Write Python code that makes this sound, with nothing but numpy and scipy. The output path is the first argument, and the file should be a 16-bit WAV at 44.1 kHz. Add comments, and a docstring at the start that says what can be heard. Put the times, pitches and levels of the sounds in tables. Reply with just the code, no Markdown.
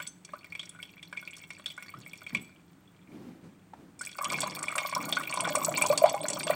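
"""Water dripping from a loose pipe fitting into a part-filled glass jar, close to one microphone.
The drips stop, then come back as a steady trickle. Each drop slaps the surface, traps a bubble that
rings with rising pitch, and rebounds; fine spray patters between, and the air in the jar colours both.
Around the jar is a small, quiet room, with soft handling noises and a few bumps against the table."""
import sys
import numpy as np
from scipy import signal
from scipy.fft import rfft, irfft
from scipy.io import wavfile

SR = 44100
rng = np.random.default_rng(int(sys.argv[2]) if len(sys.argv) > 2 else 0)


def materialize(psi):
    """Save the field psi as 16-bit PCM at rate SR to the path in sys.argv[1].

    A 1-D psi becomes a single channel; in a 2-D psi each row is a channel.
    """
    bounded = np.clip(np.atleast_2d(psi).T, -1, 1)
    quanta = np.round(bounded * 32767).astype(np.int16)
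    wavfile.write(sys.argv[1], SR, quanta)


N = 289186
TIME_S = np.arange(N) / SR


def amp(db):
    return 10 ** (np.asarray(db) / 20)


def unit_rms(x):
    return x / np.sqrt(np.mean(x ** 2) + 1e-20)


def unit_peak(x):
    return x / np.max(abs(x))


def clock(seconds):
    return np.arange(int(seconds * SR)) / SR


def add(mix, start_s, sound):
    part = mix[max(round(start_s * SR), 0):][:len(sound)]
    part += sound[:len(part)]


def colour(spectrum, count):
    """Gain on the FFT bins of count samples, from rows of freq_hz, level_db."""
    hz, db = np.transpose(spectrum)
    return amp(np.interp(np.log(np.fft.rfftfreq(count, 1 / SR) + 1), np.log(hz), db))


def noise(spectrum):
    return unit_rms(irfft(rfft(rng.standard_normal(N)) * colour(spectrum, N), N))


def swells(rows, rise_s, fall_db_per_s):
    """A gain curve in which each swell rises, holds and dies away."""
    gain = np.zeros(N)
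    for start_s, db, hold_s in rows:
        rise = np.clip((TIME_S - start_s) / rise_s, 0, 1)
        falling_s = np.maximum(TIME_S - start_s - rise_s - hold_s, 0)
        gain = np.maximum(gain, rise * amp(db - fall_db_per_s * falling_s))
    return gain


# background of the room: freq_hz, level_db
ROOM_TONE_SPECTRUM = [(20, -32), (70, -18), (100, -5), (125, -13), (175, 0.5), (235, -15), (280, -7.5),
                      (480, -20.5), (1400, -24), (5400, -39), (8700, -35), (11000, -50), (16000, -38)]


def room_tone(level_db=-58.5):
    """The faint, low, steady noise of a quiet room."""
    return amp(level_db) * noise(ROOM_TONE_SPECTRUM)


def room_tail(x, wet_db=-16, t60_s=0.5):
    """The close sound, followed by reflections from the nearby walls and table."""
    t = clock(.4)
    tail = rng.standard_normal(len(t)) * amp(-60 * t / t60_s) * (t > .004)
    return x + amp(wet_db) * signal.fftconvolve(x, tail / np.linalg.norm(tail))[:N]


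# resonances of the air in the jar: pitch_hz, t60_s, gain_db
JAR_MODES = [(598, 0.036, 9.5), (804, 0.14, -1), (1005, 0.062, 0.5), (1132, 0.029, -0.5), (1453, 0.051, -2),
             (1670, 0.079, -15), (2190, 0.17, 7), (2337, 0.027, 4.5), (2710, 0.024, -20),
             (3220, 0.043, -1.5), (3343, 0.053, 0), (3377, 0.19, 1), (3585, 0.11, -4), (4433, 0.058, 2),
             (5320, 0.046, -5), (7870, 0.059, 0), (8500, 0.086, 1.5)]


def jar_response(direct_db=-14, flutter_db=-15, flutter_t60_s=0.024):
    """From water to microphone: direct sound, air modes and a short flutter between the glass walls."""
    t = clock(.25)
    response = np.zeros(len(t))
    for hz, t60_s, db in JAR_MODES:
        damping = np.log(1000) / t60_s
        response += amp(db) * 2 * damping / SR * np.exp(-damping * t) * np.cos(2 * np.pi * hz * t)
    flutter = signal.lfilter([1, -1], [1, -.7], rng.standard_normal(len(t)))
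    flutter *= amp(-60 * t / flutter_t60_s)
    response += amp(flutter_db) * flutter / np.linalg.norm(flutter)
    response[0] += amp(direct_db)
    return response


def in_jar(jar, tone, splash):
    """A bubble and its splash ringing together in the jar, at a peak of 1."""
    both = np.zeros(max(len(tone), len(splash)))
    add(both, 0, tone)
    add(both, 0, splash)
    return unit_peak(signal.fftconvolve(both, jar))


# the microphone's treble colour, with a dip near 11 kHz, applied to each slap: freq_hz, level_db
MIC_COLOUR = [(1000, -3), (6000, -7), (9300, -5.5), (11300, -22), (15000, -17.5)]


def slap(hz, decay_s, octaves):
    """A brief rough burst around one pitch, as one thing meets another."""
    t = clock(.01 + 6 * decay_s)
    off_centre = np.log2((np.fft.rfftfreq(len(t), 1 / SR) + 1) / hz) / octaves
    band = colour(MIC_COLOUR, len(t)) / (1 + off_centre ** 2)
    grit = irfft(rfft(rng.standard_normal(len(t))) * band, len(t))
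    attack = 1 - np.exp(-t / (0.32 * decay_s))
    return unit_peak(grit * attack * np.exp(-t / decay_s))


def bubble(hz, life_s, glide):
    """A bubble's ring swells and dies while its pitch climbs on the way to the surface."""
    age = clock(6 * life_s) / life_s
    pitch_hz = np.minimum(hz * (1 + glide * np.tanh(age - .45)), SR / 2)
    envelope = (1 - np.exp(-age / 0.075)) * np.exp(-age)
    return unit_peak(envelope * np.sin(2 * np.pi * np.cumsum(pitch_hz) / SR))


# the loudest drops, close up, each trapping a bubble: start_s, peak_db, pitch_hz, ring_length_ratio
LOUD_DROPS = [(0.001, -27.5, 1476, 0.96), (0.019, -34, 3300, 0.52), (0.067, -36, 4500, 1.05),
              (0.29, -42, 1616, 0.93), (0.335, -28, 1186, 1.08), (0.444, -36.5, 2300, 0.66),
              (0.522, -32, 2260, 1.2), (0.551, -29, 2260, 0.84), (0.594, -27.5, 3270, 1.6),
              (0.63, -35, 3380, 0.95), (0.694, -44, 3410, 1.6), (0.749, -43.5, 1445, 1.2),
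              (0.789, -42, 1436, 1.35), (0.828, -28, 3180, 0.8), (1.028, -35.5, 3300, 0.87),
              (1.127, -29, 1577, 1.08), (1.172, -27.5, 2246, 1.26), (1.227, -38.5, 1450, 0.93),
              (1.275, -29, 2465, 1.3), (1.504, -30, 2150, 0.61), (1.659, -23, 3450, 1.66),
              (1.702, -33.5, 3280, 1.2), (1.778, -32, 1475, 1.07), (1.824, -32, 2150, 0.74),
              (1.891, -37.5, 2170, 0.82), (1.939, -33, 1222, 1.34), (2.062, -35.5, 2117, 0.72),
              (2.133, -33.5, 2350, 1.1), (2.218, -37, 1434, 0.68), (2.265, -31.5, 2240, 0.9),
              (2.348, -16.5, 2325, 1.01), (4.01, -29.5, 1452, 1.6), (4.187, -23.5, 1226, 0.45),
              (4.21, -24.5, 1130, 1.45), (4.232, -28.5, 1040, 1.05), (4.258, -24.5, 1150, 1.3),
              (4.3, -27.5, 2177, 0.89), (4.353, -27, 2390, 1.7), (4.432, -22.5, 1003, 0.48),
              (4.682, -20.5, 2325, 0.9), (4.754, -22, 1327, 0.63), (4.781, -16.5, 2470, 0.5),
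              (4.85, -23, 1060, 0.8), (4.926, -24.5, 1036, 0.83), (4.963, -21, 1003, 1.4),
              (5.125, -16, 3470, 1.16), (5.169, -17.5, 1434, 1.18), (5.273, -27, 2400, 1),
              (5.374, -20.5, 975, 0.55), (5.396, -27.5, 975, 1.2), (5.451, -20, 1387, 0.62),
              (5.475, -20.5, 810, 0.75), (5.551, -17, 1083, 0.47), (5.616, -24.5, 1045, 0.7),
              (5.683, -20, 655, 0.98), (5.775, -27, 993, 1.05), (5.821, -15, 2440, 1.3),
              (5.839, -19.5, 892, 1.05), (5.9, -14, 555, 0.82), (5.925, -20.5, 1054, 1.2),
              (5.976, -16.5, 4470, 1.3), (6.018, -15.5, 642, 0.97), (6.039, -5.5, 667, 1.05),
              (6.054, -20, 830, 2.5), (6.142, -17.5, 777, 1.05), (6.238, -25, 618, 1.3),
              (6.466, -25.5, 630, 1.2), (6.5, -13, 648, 0.61)]


def drops(jar, rebound_s=.023, rebound_db=-15, twin_db=-13.5, twin_ratio=1.42, glide=0.1195):
    """Each drop cracks and slaps on the water, rings a bubble and throws up a smaller drop."""
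    out = np.zeros(N)
    for start_s, peak_db, pitch_hz, ring_ratio in LOUD_DROPS:
        lateness, detune = rng.uniform(.85, 1.15, 2)
        rebound = start_s + rebound_s * lateness, peak_db + rebound_db, pitch_hz * 1.08 * detune
        for hit_s, db, hz in (start_s, peak_db, pitch_hz), rebound:
            life_s = ring_ratio * 0.0072 * (1000 / hz) ** 0.59  # big, low bubbles ring longer
            splashiness = 0.0034 / life_s  # the shorter the ring, the more splash
            splash = slap(hz, decay_s=0.0047, octaves=0.87)
            crack = amp(-3) * slap(hz=11000, decay_s=0.00097, octaves=1.0)
            add(splash, 0, crack)
            twin = amp(twin_db) * bubble(hz * twin_ratio, life_s, glide)  # a smaller bubble splits off
            tone = bubble(hz, life_s, glide) + twin
            add(out, hit_s, amp(db) * in_jar(jar, tone, splashiness * splash))
    return out


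# strength of the flow, which dribbles, stops and returns as a trickle: time_s, level_db
FLOW_CURVE = [(.05, -50), (.15, -83), (.35, -63.5), (.9, -62), (1.3, -58), (2.42, -56.5), (2.58, -75),
              (3.98, -89.5), (4.05, -45.5), (4.16, -54.5), (4.24, -39), (4.55, -44.5), (5.3, -42),
              (5.8, -38), (6.15, -44.5), (6.55, -40)]


def droplets(jar, per_s, band_hz, gain_db, spread_db, life_s, octaves, glide, flow_bias=0):
    """Random droplets, from all splash to all bubble; a positive flow_bias favours strong flow."""
    out = np.zeros(N)
    low_hz, high_hz = band_hz
    for when, size, pitch, length, rise, tonal in rng.random((int(per_s * N / SR), 6)):
        start_s = when * N / SR
        hz = low_hz * (high_hz / low_hz) ** pitch
        gain = amp(spread_db * size ** 2)
        ring_s = life_s * (.5 + length)
        add(out, start_s, gain * (1 - tonal) * slap(hz, 0.53 * ring_s, octaves))
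        add(out, start_s, gain * tonal * .5 * bubble(hz, ring_s, glide * rise))
    patter = unit_rms(signal.fftconvolve(out, jar)[:N])
    flow = amp(np.interp(TIME_S, *np.transpose(FLOW_CURVE)))
    return amp(gain_db) * flow * unit_peak(flow) ** flow_bias * patter


def spray(jar):
    """Three sizes of droplet patter between the drops, as strong as the flow."""
    coarse = droplets(jar, per_s=105, band_hz=(1445, 4607), gain_db=-0.5, spread_db=17.5,
                      life_s=0.0038, octaves=0.34, glide=0.241, flow_bias=-0.14)
    fine = droplets(jar, per_s=110, band_hz=(4060, 9450), gain_db=-3, spread_db=18,
                    life_s=0.0026, octaves=0.64, glide=0.059, flow_bias=0.19)
    finest = droplets(jar, per_s=40, band_hz=(13320, 15500), gain_db=-9, spread_db=14,
                      life_s=0.0017, octaves=0.33, glide=0.038)
    return coarse + fine + finest


# small bubbles at the glass wall: start_s, peak_db, pitch_hz, t60_s
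WALL_PINGS = [(0.073, -44, 6230, 0.16), (2.414, -50.5, 7930, 0.18), (3.995, -47, 5280, 0.13)]


def pings():
    """Bubbles at the wall ring on as thin tones of steady pitch."""
    out, t = np.zeros(N), clock(.5)
    for start_s, db, hz, t60_s in WALL_PINGS:
        add(out, start_s, amp(db - 60 * t / t60_s) * np.sin(2 * np.pi * hz * t))
    return out


# the sharpest ticks at the water's surface: start_s, peak_db, pitch_hz
SURFACE_TICKS = [(0.0732, -25.5, 8050), (0.2484, -35, 6080), (0.6549, -39, 5560), (0.6925, -33, 9200),
                 (1.3654, -37, 6270), (1.3818, -42.5, 5230), (1.659, -39, 7740), (1.824, -41, 14300),
                 (2.1315, -42, 13800), (3.9914, -35.5, 7400), (4.0127, -28.5, 8230), (4.0731, -37.5, 14500),
                 (4.4041, -20, 8010), (4.417, -24.5, 5400), (4.6284, -20, 8090), (4.7566, -25, 9010),
                 (4.9496, -20, 5580), (5.3398, -24, 8850), (5.4054, -19.5, 8580), (5.5537, -16.5, 8340),
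                 (5.6464, -15.5, 7700), (5.7724, -19.5, 7490), (5.8198, -12.5, 9740), (5.8624, -19.5, 6170),
                 (5.9758, -16, 7500), (6.0949, -23.5, 6140), (6.283, -19.5, 7720), (6.3006, -20.5, 7650),
                 (6.3315, -22, 5940)]


def ticks(jar):
    """Tiny droplets and bursting bubbles: more crack than tone."""
    out = np.zeros(N)
    for start_s, db, hz in SURFACE_TICKS:
        tone = bubble(hz, life_s=0.0037, glide=0.062)
        crack = amp(9) * slap(hz, decay_s=0.0034, octaves=0.54)
        add(out, start_s, amp(db) * in_jar(jar, tone, crack))
    return out


# soft bumps against the table nearby: start_s, peak_db, pitch_hz, decay_s
TABLE_BUMPS = [(1.949, -39.5, 153, 0.059), (2.324, -33.5, 190, 0.05), (3.43, -42, 178, 0.043),
               (3.734, -34, 780, 0.0066)]


def bumps():
    """Dull knocks that reach the microphone without ringing the jar."""
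    out = np.zeros(N)
    for start_s, db, hz, decay_s in TABLE_BUMPS:
        add(out, start_s, amp(db) * slap(hz, decay_s, octaves=0.5))
    return out


# rubs of handling, close and dry: start_s, level_db, hold_s
RUBS = [(3.06, -47, 0.14), (3.72, -52, 0.02)]
# their colour: freq_hz, level_db
RUB_SPECTRUM = [(70, -22), (160, -0.5), (300, 0.5), (450, -13.5), (1100, -23.5), (2700, -31.5),
                (6000, -38.5), (11000, -45)]


def handling():
    """Dull rubbing while the water has stopped."""
    return swells(RUBS, rise_s=0.083, fall_db_per_s=70) * noise(RUB_SPECTRUM)


def trickle(jar, start_s=4.2, gurgle_s=5.4):
    """Low bubbles burble once the trickle starts; deeper gurgles join a little later."""
    burble = droplets(jar, per_s=45, band_hz=(897, 1414), gain_db=-1, spread_db=5,
                      life_s=0.006, octaves=0.31, glide=0.089)
    gurgle = droplets(jar, per_s=35, band_hz=(523, 920), gain_db=-0.5, spread_db=9,
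                      life_s=0.0081, octaves=0.3, glide=0.17)
    return (TIME_S > start_s) * burble + (TIME_S > gurgle_s) * gurgle


# surges in the water under the trickle: start_s, level_db, hold_s
SURGES = [(4.24, -42, 0.1), (4.91, -41.5, 0.062), (5.33, -41.5, 0.55), (6.15, -43.5, 0.28)]
# their colour: freq_hz, level_db
SURGE_SPECTRUM = [(30, -63), (60, -32), (160, 3.5), (230, -5), (300, 1), (400, -12), (550, -7),
                  (1100, -9.5), (3000, -53)]


def churn():
    """Water churns under the stream in swells of low noise."""
    return swells(SURGES, rise_s=0.086, fall_db_per_s=37) * noise(SURGE_SPECTRUM)


def scene():
    """The jar and table close up, in mono, over handling, churning and room tone."""
    jar = jar_response()
    close = drops(jar) + ticks(jar) + pings() + bumps() + spray(jar) + trickle(jar)
    return (room_tail(close) + handling() + churn() + room_tone())[None]


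def record(dry):
    """The recorder passes the microphone's signal up to a steep band limit."""
    lowpass = signal.firwin(401, cutoff=16100, window=("kaiser", 8), fs=SR)
    return signal.oaconvolve(dry, lowpass[None], "same")


dry = scene()
out = record(dry)
materialize(out)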